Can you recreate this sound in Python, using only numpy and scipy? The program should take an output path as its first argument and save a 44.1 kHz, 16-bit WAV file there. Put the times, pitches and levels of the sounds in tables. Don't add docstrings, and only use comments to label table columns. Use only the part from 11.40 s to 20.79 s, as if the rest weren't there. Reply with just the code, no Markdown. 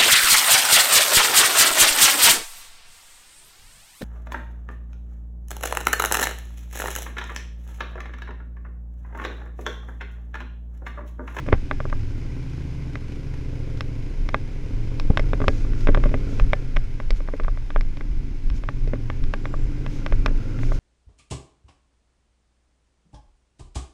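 import sys
import numpy as np
from scipy import signal
from scipy.fft import rfft, irfft
from scipy.io import wavfile
from scipy.ndimage import uniform_filter1d

SR = 44100
rng = np.random.default_rng(int(sys.argv[2]) if len(sys.argv) > 2 else 0)


def transcribe(u):
    v = np.clip(np.atleast_2d(u).T, -1, 1)
    q = np.round(v * 32767).astype(np.int16)
    wavfile.write(sys.argv[1], SR, q)


N = 414099
TIME = np.arange(N) / SR

# time_s, speed_hz (four-stroke cycles a second)
ENGINE_SPEED = [(0, 13), (.45, 13.3), (.68, 13.5), (.86, 14.26), (1.45, 13.66), (1.65, 13.3), (1.9, 13.9),
                (2.55, 13.8), (2.76, 13.3), (3.1, 13.3), (3.5, 14.55), (3.75, 16.2), (4.05, 17.3),
                (4.45, 17.9), (5.0, 17.15), (5.55, 14.6), (6.1, 13.44), (7.1, 12.8), (7.75, 14.5),
                (8.1, 15.4), (8.6, 17.3), (9.1, 19.1), (9.39, 20.7)]
# time_s, throttle_db
THROTTLE = [(0, 1.5), (.9, 2), (3.2, 1.5), (4.0, 7), (4.3, 5.5), (4.75, 6.5), (5.35, 0.5), (6.05, -4.5),
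            (6.7, 3.5), (7.15, 2), (7.7, 4.5), (9.0, 7), (9.39, 6.5)]
# time_s, distance_m
BIKE_DISTANCE = [(0, 2.5), (3.2, 2.44), (4.3, 2.5), (5.0, 1.5), (5.4, 5), (6.8, 6.2), (8.5, 3.63),
                 (9.39, 3.6)]
# freq_hz, gain_db
BOOM_COLOUR = [(20, -14.5), (45, -5.5), (68, 2), (81, -1.5), (94, 1), (110, 3.5), (130, 4), (152, -7.5),
               (172, -11.5), (230, -29), (500, -82)]
# freq_hz, gain_db
BARK_COLOUR = [(100, -31), (180, -7), (220, -4), (275, 1.5), (335, -5), (375, -7.5), (430, -20.5),
               (520, -24.5), (700, -34.5), (980, -26.5), (1300, -33.5), (3000, -74)]
# freq_hz, gain_db
ROAR_COLOUR = [(250, -33.5), (350, -7), (408, 3), (465, -4), (530, -4), (600, -16), (700, -17), (1000, -47),
               (2000, -64.5)]
# time_s, level_db
ROAR_LEVEL = [(0, -56.5), (1.4, -52.5), (1.7, -50.5), (2.25, -47.5), (2.6, -50), (2.9, -51), (3.3, -48),
              (3.85, -46), (4.3, -46), (4.72, -43.5), (4.92, -42), (5.15, -48), (5.6, -56), (6.3, -58),
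              (7.1, -59), (7.7, -53), (8.4, -49.5), (8.9, -47.5), (9.39, -45)]
# freq_hz, gain_db
METAL_COLOUR = [(300, 0.5), (750, 1.5), (1000, 1.5), (1250, -4.5), (1570, 2.5), (1830, -3), (2050, 3.5),
                (2450, 1.5), (2800, -3), (3000, -3), (3300, -6), (4650, -8.5), (4900, -7.5), (5050, -3.5),
                (5250, -8), (6400, -11), (8500, -22), (10100, -22), (12000, -25), (13500, -40)]
# centre_s, harmonic (multiple of the engine speed), change_db, half_length_s
HARMONIC_SWELLS = [(0.602, 8, 7.5, 0.17), (1.16, 8, -11, 0.31), (1.155, 9, 10.5, 0.47),
                   (1.213, 11, 12, 0.46), (2.302, 8, 3, .35), (2.2, 5, 3, 1), (3.5, 8, 3.5, .25),
                   (4.25, 6, 7, 0.49), (4.797, 7, 11.5, 0.24), (5.55, 8, 0, .2), (6.2, 5, 0, 0.87),
                   (7.42, 9, 14.5, .15), (7.452, 8, 5, 0.17), (8.151, 8, 5.5, .22), (9.24, 6, 13, .2),
                   (8.9, 5, -10, 0.47)]
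# freq_hz, t60_s
GARAGE_DECAY = [(60, 3.44), (250, 1.2), (1000, 0.81), (4000, 1.2), (10000, 1.7)]
# freq_hz, gain_db
AIR_COLOUR = [(4, -49), (11, -9), (23, 4), (31, -4.5), (42, -14), (65, -26), (120, -29.5), (250, -52),
              (600, -69), (6000, -100)]
# time_s, level_db
DRAUGHT = [(0, -31), (.7, -26), (1.2, -35), (2.4, -27), (3.2, -27.5), (4.0, -20), (4.6, -17), (4.9, -23.5),
           (7, -25), (9.39, -24.5)]
# peak_s, peak_db
STRIDE_GUSTS = [(.13, -19.5), (.36, -26.5), (.52, -19), (2.82, -18.5), (3.36, -23.5), (3.65, -17),
                (3.82, -18), (4.49, -10), (4.66, -13.5), (5.02, -12), (5.36, -15.5), (5.709, -14),
                (6.06, -16), (6.39, -12.5), (6.73, -19.5), (7.079, -16.5), (7.42, -18), (7.84, -16),
                (8.2, -17.5), (8.74, -13.5), (8.91, -15), (9.27, -14.5)]
# centre_s, level_db, half_length_s
SCRAPES = [(0.01, -45, 0.02), (0.066, -47, 0.015), (0.135, -28, 0.012), (4.484, -43, 0.013),
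           (4.56, -53, 0.011), (4.664, -49, 0.023), (4.746, -46, 0.01)]
# start_s, level_db (midrange, first 10 ms), extra_body_db, extra_edge_db
CASE_KNOCKS = [(0.0634, -46, 1, -4), (0.0799, -43, 6, -3), (0.0868, -33.5, 6.5, -3), (0.0923, -50, 15, -4),
               (0.1249, -31, 9, -3), (0.1277, -19, -2, -11.5), (0.1356, -32, 3, 0), (0.1427, -43, 2, -3),
               (.152, -50, 3, -6), (0.3118, -23.5, -7, -4), (0.403, -31, -2, -10), (0.4535, -35.5, 4, -34),
               (0.499, -46.5, 0, 15), (0.527, -29.5, -2, -16), (1.555, -34, 0, 8),
               (2.4077, -31.5, -12, 12.5), (2.8895, -33.5, -5, 11), (2.9442, -19, -7, 1),
               (3.5982, -35, -8, 19), (3.7036, -36.5, 14, -21), (3.773, -21, -8.5, 9.5),
               (3.7775, -37, -5, 11), (3.7948, -28.5, 4.5, 10), (3.933, -27.5, 7.5, 0),
               (4.003, -35, 7, -10), (4.017, -31, 9, -4), (4.041, -32.5, 4, -25),
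               (4.0813, -18.5, -1.5, 9.5), (4.083, -31, 4, 6), (4.0898, -35.5, 25, -15),
               (4.249, -45.5, -4, -6), (4.334, -45, -4, 9), (4.4717, -26, 2.5, 2), (4.485, -31, -10, 1),
               (4.4894, -27.5, 16, -8), (4.547, -24, -11, 5), (4.552, -32.5, 3, 1), (4.5557, -45, 14, -7),
               (4.5736, -30, 10, -3), (4.6, -49, 2, 8), (4.638, -29.5, -1, 1), (4.6566, -32, 14, -10),
               (4.665, -41, 12, 0), (4.692, -46, 0, 10), (4.715, -44, 18, -10), (4.7415, -28.5, 8, -7),
               (4.7453, -43, 17, -12), (4.998, -29, -3, 6.5), (5.1328, -20, -7, 3), (5.3634, -35.5, -7, 8),
               (5.368, -27.5, -2, 7), (5.601, -35.5, -3, 2), (5.706, -32.5, 2.5, 20), (5.8044, -43, 3, -6),
               (5.876, -47, -1, 7), (5.8864, -36.5, -1, -28), (5.937, -36, 9, -25), (5.943, -50, 19, -15),
               (5.9987, -33, 3, -7), (6.0045, -47, 26, -8), (6.035, -46.5, -8, 13.5), (6.0466, -40, -8, -2),
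               (6.0815, -31, -5.5, -19), (6.1738, -43, -6, 0), (6.304, -37, -6, 0), (6.3611, -25.5, -6, -8),
               (6.4094, -36.5, -5, 17.5), (6.571, -46, -1, 12), (6.609, -38.5, 0.5, 2),
               (7.1007, -43, -29, 16), (7.237, -41, -3, 0), (7.288, -28.5, -8, -5), (7.4753, -44, 19, 18),
               (7.5345, -33, 12, -6), (7.5563, -49, 0, 1), (7.7007, -31.5, -9, 1.5), (7.839, -46, -22, 16),
               (7.9377, -27.5, -7.5, 4), (8.055, -32, -4, 2), (8.14, -33.5, -3, -27),
               (8.4633, -36.5, -4, 6), (8.663, -30, -8, 7.5), (8.7237, -32, -0.5, 0),
               (8.8609, -22.5, -3, 11), (8.882, -40, 13, -5), (8.91, -47, 27, -5), (9.189, -43, -2, -2),
               (9.233, -38.5, -0.5, -2), (9.3192, -33.5, 4, -20)]
# freq_hz, gain_db
CASE_COLOUR = [(80, 15.5), (300, -9), (430, 7), (590, 10), (740, -5.5), (900, -5.5), (1170, 5),
               (1350, -2.5), (1570, 2.5), (1800, -3), (2020, 2.5), (2500, -0.5), (2680, -6.5),
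               (2880, -13.5), (3600, -14), (4150, -28.5), (4650, -26), (4950, -28), (5350, -21.5),
               (5900, -38.5), (6900, -44), (7500, -30.5), (8800, -71), (10000, -53), (10950, -46),
               (13000, -75)]
# pitch_hz, level_db (against the peak of the click), t60_s
CASE_MODES = [(276, -16, 0.093), (413.4, -12.5, 0.044), (607, -19, 0.021), (789, -26.5, 0.08),
              (1695, -36.5, 0.17)]
# start_s, height_db, length_s, direction (+1 or -1)
BODY_BUMPS = [(0.084, -20, 0.0023, 1), (0.1287, -7.5, 0.0019, 1), (0.1302, -6, 0.011, -1),
              (.1385, -14.5, 0.0072, 1), (3.701, 0.5, 0.0047, 1), (3.7039, -8, 0.0017, 1),
              (4.491, -17, 0.0016, 1), (4.5765, -13, 0.0035, 1), (4.658, -23, 0.0028, 1),
              (4.7425, -29, 0.003, 1)]
# centre_s, level_db, half_length_s
RUSTLES = [(4.149, -55, 0.13), (4.418, -55, 0.055), (4.93, -57, 0.071), (5.77, -54.5, 0.018),
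           (7.17, -54, .02), (8.553, -55, 0.062), (9.25, -53, 0.055), (9.351, -52, 0.034)]
# freq_hz, gain_db
RUSTLE_COLOUR = [(800, -30), (2500, 6), (4500, 3.5), (6500, 4.5), (8500, -9), (12000, -13), (13500, -28)]

IDLE_RATE_HZ = 13.6
HUNT = .003
BOOM_DB, BARK_DB, CLATTER_DB, HUM_DB = -35.5, -42.5, -50.5, -45.5
BOOM_THROTTLE_SHARE, CLATTER_DB_PER_OCTAVE = 0.42, 4.5
NEAR_M, FALL_DB_PER_DOUBLING = 2, 2
GUST_RISE_S, GUST_FALL_S = 0.031, 0.067
SLIPS_PER_S = 3100
GRIP_DETUNE = .06
SETTLE_S, SETTLE_DB, SETTLE_BODY_DB = .011, -27, 20
BUMP_RING_HZ, BUMP_RING_DB, BUMP_RING_T60_S = 825, -24.5, 0.021
TREBLE_LIMIT_HZ = 13500


def gain_of(db):
    return 10 ** (np.asarray(db) / 20)


def evened(x):
    return x / np.sqrt(np.mean(x ** 2) + 1e-20)


def steadied(x, size):
    return x / np.sqrt(abs(uniform_filter1d(x ** 2, size)) + 1e-12)


def read(points, hz):
    f, value = np.transpose(points)
    return np.interp(np.log(hz + 1), np.log(f + 1), value)


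def curve(rows):
    s, *columns = np.transpose(rows)
    return [np.interp(TIME, s, c) for c in columns]


def add(mix, s, sound):
    part = mix[max(round(s * SR), 0):][:len(sound)]
    part += sound[:len(part)]


def coloured(x, points, size=8192):
    log_gain = np.log(gain_of(read(points, abs(np.fft.fftfreq(size, 1 / SR)))))
    response = np.fft.ifft(np.exp(np.conj(signal.hilbert(log_gain)))).real
    return signal.oaconvolve(x, response[:size // 2])[:len(x)]


def resonated_noise(x, hz, width_hz, passes):
    b, a = signal.iirpeak(hz, hz / width_hz, SR)
    for _ in range(passes):
        x = signal.lfilter(b, a, x)
    return evened(x)


def drift(hz):
    spectrum = rfft(rng.standard_normal(N))
    slowing = 1 + (np.fft.rfftfreq(N, 1 / SR) / hz) ** 4
    return evened(irfft(spectrum / slowing, N))


def hump(s, rise_s, fall_s):
    out = np.zeros(N)
    near = slice(*np.searchsorted(TIME, [s - 4 * rise_s, s + 4 * fall_s]))
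    t = TIME[near] - s
    out[near] = np.exp(-(t / np.where(t < 0, rise_s, fall_s)) ** 2)
    return out


def humps(rows):
    return sum(gain_of(db) * hump(s, half_s, half_s) for s, db, half_s in rows)


def garage(x, wet_db, walk_s=2.398, count=3):
    shape = (count, 2 * SR)
    echoes = rng.choice([-1., 1.], shape) * (rng.random(shape) < 1 / 20)
    echoes *= TIME[:2 * SR] > .008
    hz, t, bins = signal.stft(echoes, SR, nperseg=256)
    decay = gain_of(-60 * t / read(GARAGE_DECAY, hz)[:, None])
    tails = signal.istft(bins * decay, SR, nperseg=256)[1]
    room = np.zeros(N)
    for k, tail in enumerate(tails):
        part = x * np.sqrt(2 / count) * np.sin(np.pi * (TIME / walk_s + k / count))
        running = np.concatenate([part[:SR], part])
        room += signal.fftconvolve(running, tail / np.linalg.norm(tail))[SR:SR + N]
    direct_db = np.interp(TIME, [3, 6], [0, -6])
    return x * gain_of(direct_db) + gain_of(wet_db) * room


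def firings(turns, second_db, rough):
    train = np.zeros(N)
    for offset, db in [(0, 0), (3 / 8, second_db)]:
        at = np.flatnonzero(np.diff(np.floor(turns - offset)))
        blows = np.exp(rough * rng.standard_normal(500))
        train[at] += gain_of(db) * blows[:len(at)]
    return train


def puffs(train, decay_s):
    envelope = signal.lfilter([1], [1, -np.exp(-1 / (decay_s * SR))], train)
    return evened(envelope * rng.standard_normal(N))


def exhaust_hum(turns, speed, throttle_db, count=13, size=100):
    out = np.zeros(N)
    for k in range(3, count):
        both_cylinders = 1 + np.exp(-2j * np.pi * k * 3 / 8)
        swell_db = sum(db * hump(s, half_s, half_s)[::size]
                       for s, multiple, db, half_s in HARMONIC_SWELLS if round(multiple) == k)
        coarse_height = gain_of(read(BOOM_COLOUR, k * speed[::size]) + swell_db)
        height = np.interp(TIME, TIME[::size], coarse_height)
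        tone = np.cos(2 * np.pi * k * turns + np.angle(both_cylinders))
        out += height * abs(both_cylinders) * tone
    return gain_of(HUM_DB + BOOM_THROTTLE_SHARE * throttle_db) * out


def intake(pulses, speed, top_db=-56, top_rate_hz=19.5, db_per_rate=2.0):
    howl = resonated_noise(puffs(pulses, decay_s=0.016), hz=1400, width_hz=210, passes=2)
    return gain_of(top_db - db_per_rate * np.maximum(top_rate_hz - speed, 0)) * howl


def exhaust_voice(pulses, colour, puff_db, decay_s, wet_db):
    blast = evened(pulses) + gain_of(puff_db) * puffs(pulses, decay_s)
    return garage(coloured(blast, colour), wet_db)


def engine_clatter(turns):
    valves = firings(2 * turns + .3, second_db=-4.5, rough=0.37)
    noise = puffs(valves, decay_s=0.0063) + gain_of(6.5) * rng.standard_normal(N)
    return garage(coloured(noise, METAL_COLOUR), wet_db=-10.5)


def motorcycle():
    (speed,), (throttle_db,) = curve(ENGINE_SPEED), curve(THROTTLE)
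    (distance_m,), (roar_db,) = curve(BIKE_DISTANCE), curve(ROAR_LEVEL)
    turns = np.cumsum(speed * (1 + HUNT * drift(4.3))) / SR
    pulses = firings(turns, second_db=-1.5, rough=0.17)

    boom = garage(coloured(pulses, BOOM_COLOUR), wet_db=10)
    bark = exhaust_voice(pulses, BARK_COLOUR, puff_db=-10, decay_s=0.013, wet_db=1)
    roar = exhaust_voice(pulses, ROAR_COLOUR, puff_db=-6, decay_s=0.02, wet_db=3)
    clatter = engine_clatter(turns)

    boom_db = BOOM_DB + BOOM_THROTTLE_SHARE * throttle_db
    bark_db = BARK_DB + throttle_db
    clatter_db = CLATTER_DB + CLATTER_DB_PER_OCTAVE * np.log2(speed / IDLE_RATE_HZ)
    engine = exhaust_hum(turns, speed, throttle_db)
    for db, part in [(boom_db, boom), (bark_db, bark), (clatter_db, clatter)]:
        engine += gain_of(db) * steadied(part, size=16000)
    engine *= gain_of(-FALL_DB_PER_DOUBLING * np.log2(distance_m / NEAR_M))
    return engine + gain_of(roar_db) * steadied(roar, size=16000) + intake(pulses, speed)


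def buffeting():
    draught_db, = curve(DRAUGHT)
    power = gain_of(draught_db) ** 2
    for s, db in STRIDE_GUSTS:
        power += gain_of(db) ** 2 * hump(s, GUST_RISE_S, GUST_FALL_S)
    air = coloured(rng.standard_normal(N), AIR_COLOUR, size=32768)
    return np.sqrt(power) * steadied(air, size=4000)


def scrapes():
    slips = rng.standard_normal(N) * (rng.random(N) < SLIPS_PER_S / SR)
    return humps(SCRAPES) * evened(coloured(slips, CASE_COLOUR))


def knock(body_db, edge_db, size=4096):
    t = TIME[:size]
    rattle_s = 0.0031 * gain_of(0.33 * body_db)
    force = 0.079 * rng.standard_normal(size) * np.exp(-t / rattle_s)
    strike_s, rebound_s = 0.000422, 0.000408
    force += 0.63 * np.sinc((t - strike_s) * SR)
    force -= 0.78 * np.sinc((t - strike_s - rebound_s) * SR)
    click = coloured(force, CASE_COLOUR, size=2048)

    grips = 1 + GRIP_DETUNE * rng.uniform(-1.11, 1, len(CASE_MODES))
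    ring = sum(gain_of(db - 60 * t / t60) * np.sin(2 * np.pi * hz * grip * t)
               for (hz, db, t60), grip in zip(CASE_MODES, grips))

    # freq_hz, gain_db
    contact = [(440, body_db), (620, 0.56 * body_db), (900, 0),
               (1200, -0.08 * edge_db), (1800, 0.14 * edge_db), (2500, 0.57 * edge_db),
               (3600, 0.62 * edge_db), (4600, 1.43 * edge_db), (7000, 0.97 * edge_db)]
    sound = coloured(click + abs(click).max() * ring, contact, size=2048)
    middle = signal.sosfilt(signal.butter(2, [750, 2700], "band", fs=SR, output="sos"), sound)
    return sound / np.sqrt(np.mean(middle[:SR // 100] ** 2))


def case_knocks():
    out = np.zeros(N)
    delays = SETTLE_S * rng.uniform(0.51, 1.4, len(CASE_KNOCKS))
    for (s, db, body_db, edge_db), delay_s in zip(CASE_KNOCKS, delays):
        add(out, s, gain_of(db) * knock(body_db, edge_db))
        add(out, s + delay_s, gain_of(db + SETTLE_DB) * knock(body_db + SETTLE_BODY_DB, edge_db))
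    return out


def body_bumps():
    out = np.zeros(N)
    t = TIME[:SR // 10]
    for s, db, length_s, direction in BODY_BUMPS:
        phase = np.arange(0, 1, 1 / (length_s * SR))
        push = np.sign(direction) * gain_of(db) * np.sin(np.pi * phase) ** 2.42
        add(out, s, -push)
        add(out, s + length_s, 0.068 * push)
        ring_gain = gain_of(db + BUMP_RING_DB - 60 * t / BUMP_RING_T60_S)
        add(out, s + 0.7 * length_s, ring_gain * np.sin(2 * np.pi * BUMP_RING_HZ * t))
    return out


def rustles():
    return humps(RUSTLES) * evened(coloured(rng.standard_normal(N), RUSTLE_COLOUR))


def squeak(s=8.17, half_s=0.17, db=-70):
    tone = resonated_noise(rng.standard_normal(N), hz=7380, width_hz=60, passes=1)
    return gain_of(db) * hump(s, half_s, half_s) * tone


def scene():
    camera = buffeting() + scrapes() + case_knocks() + body_bumps() + rustles()
    return (motorcycle() + camera + squeak())[None]


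def record(dry):
    limited = dry / (1 + abs(dry / .95) ** 6) ** (1 / 6)
    lowpass = signal.firwin(255, TREBLE_LIMIT_HZ, window=("kaiser", 9), fs=SR)
    return signal.oaconvolve(limited, lowpass[None], "same")


dry = scene()
out = record(dry)
transcribe(out)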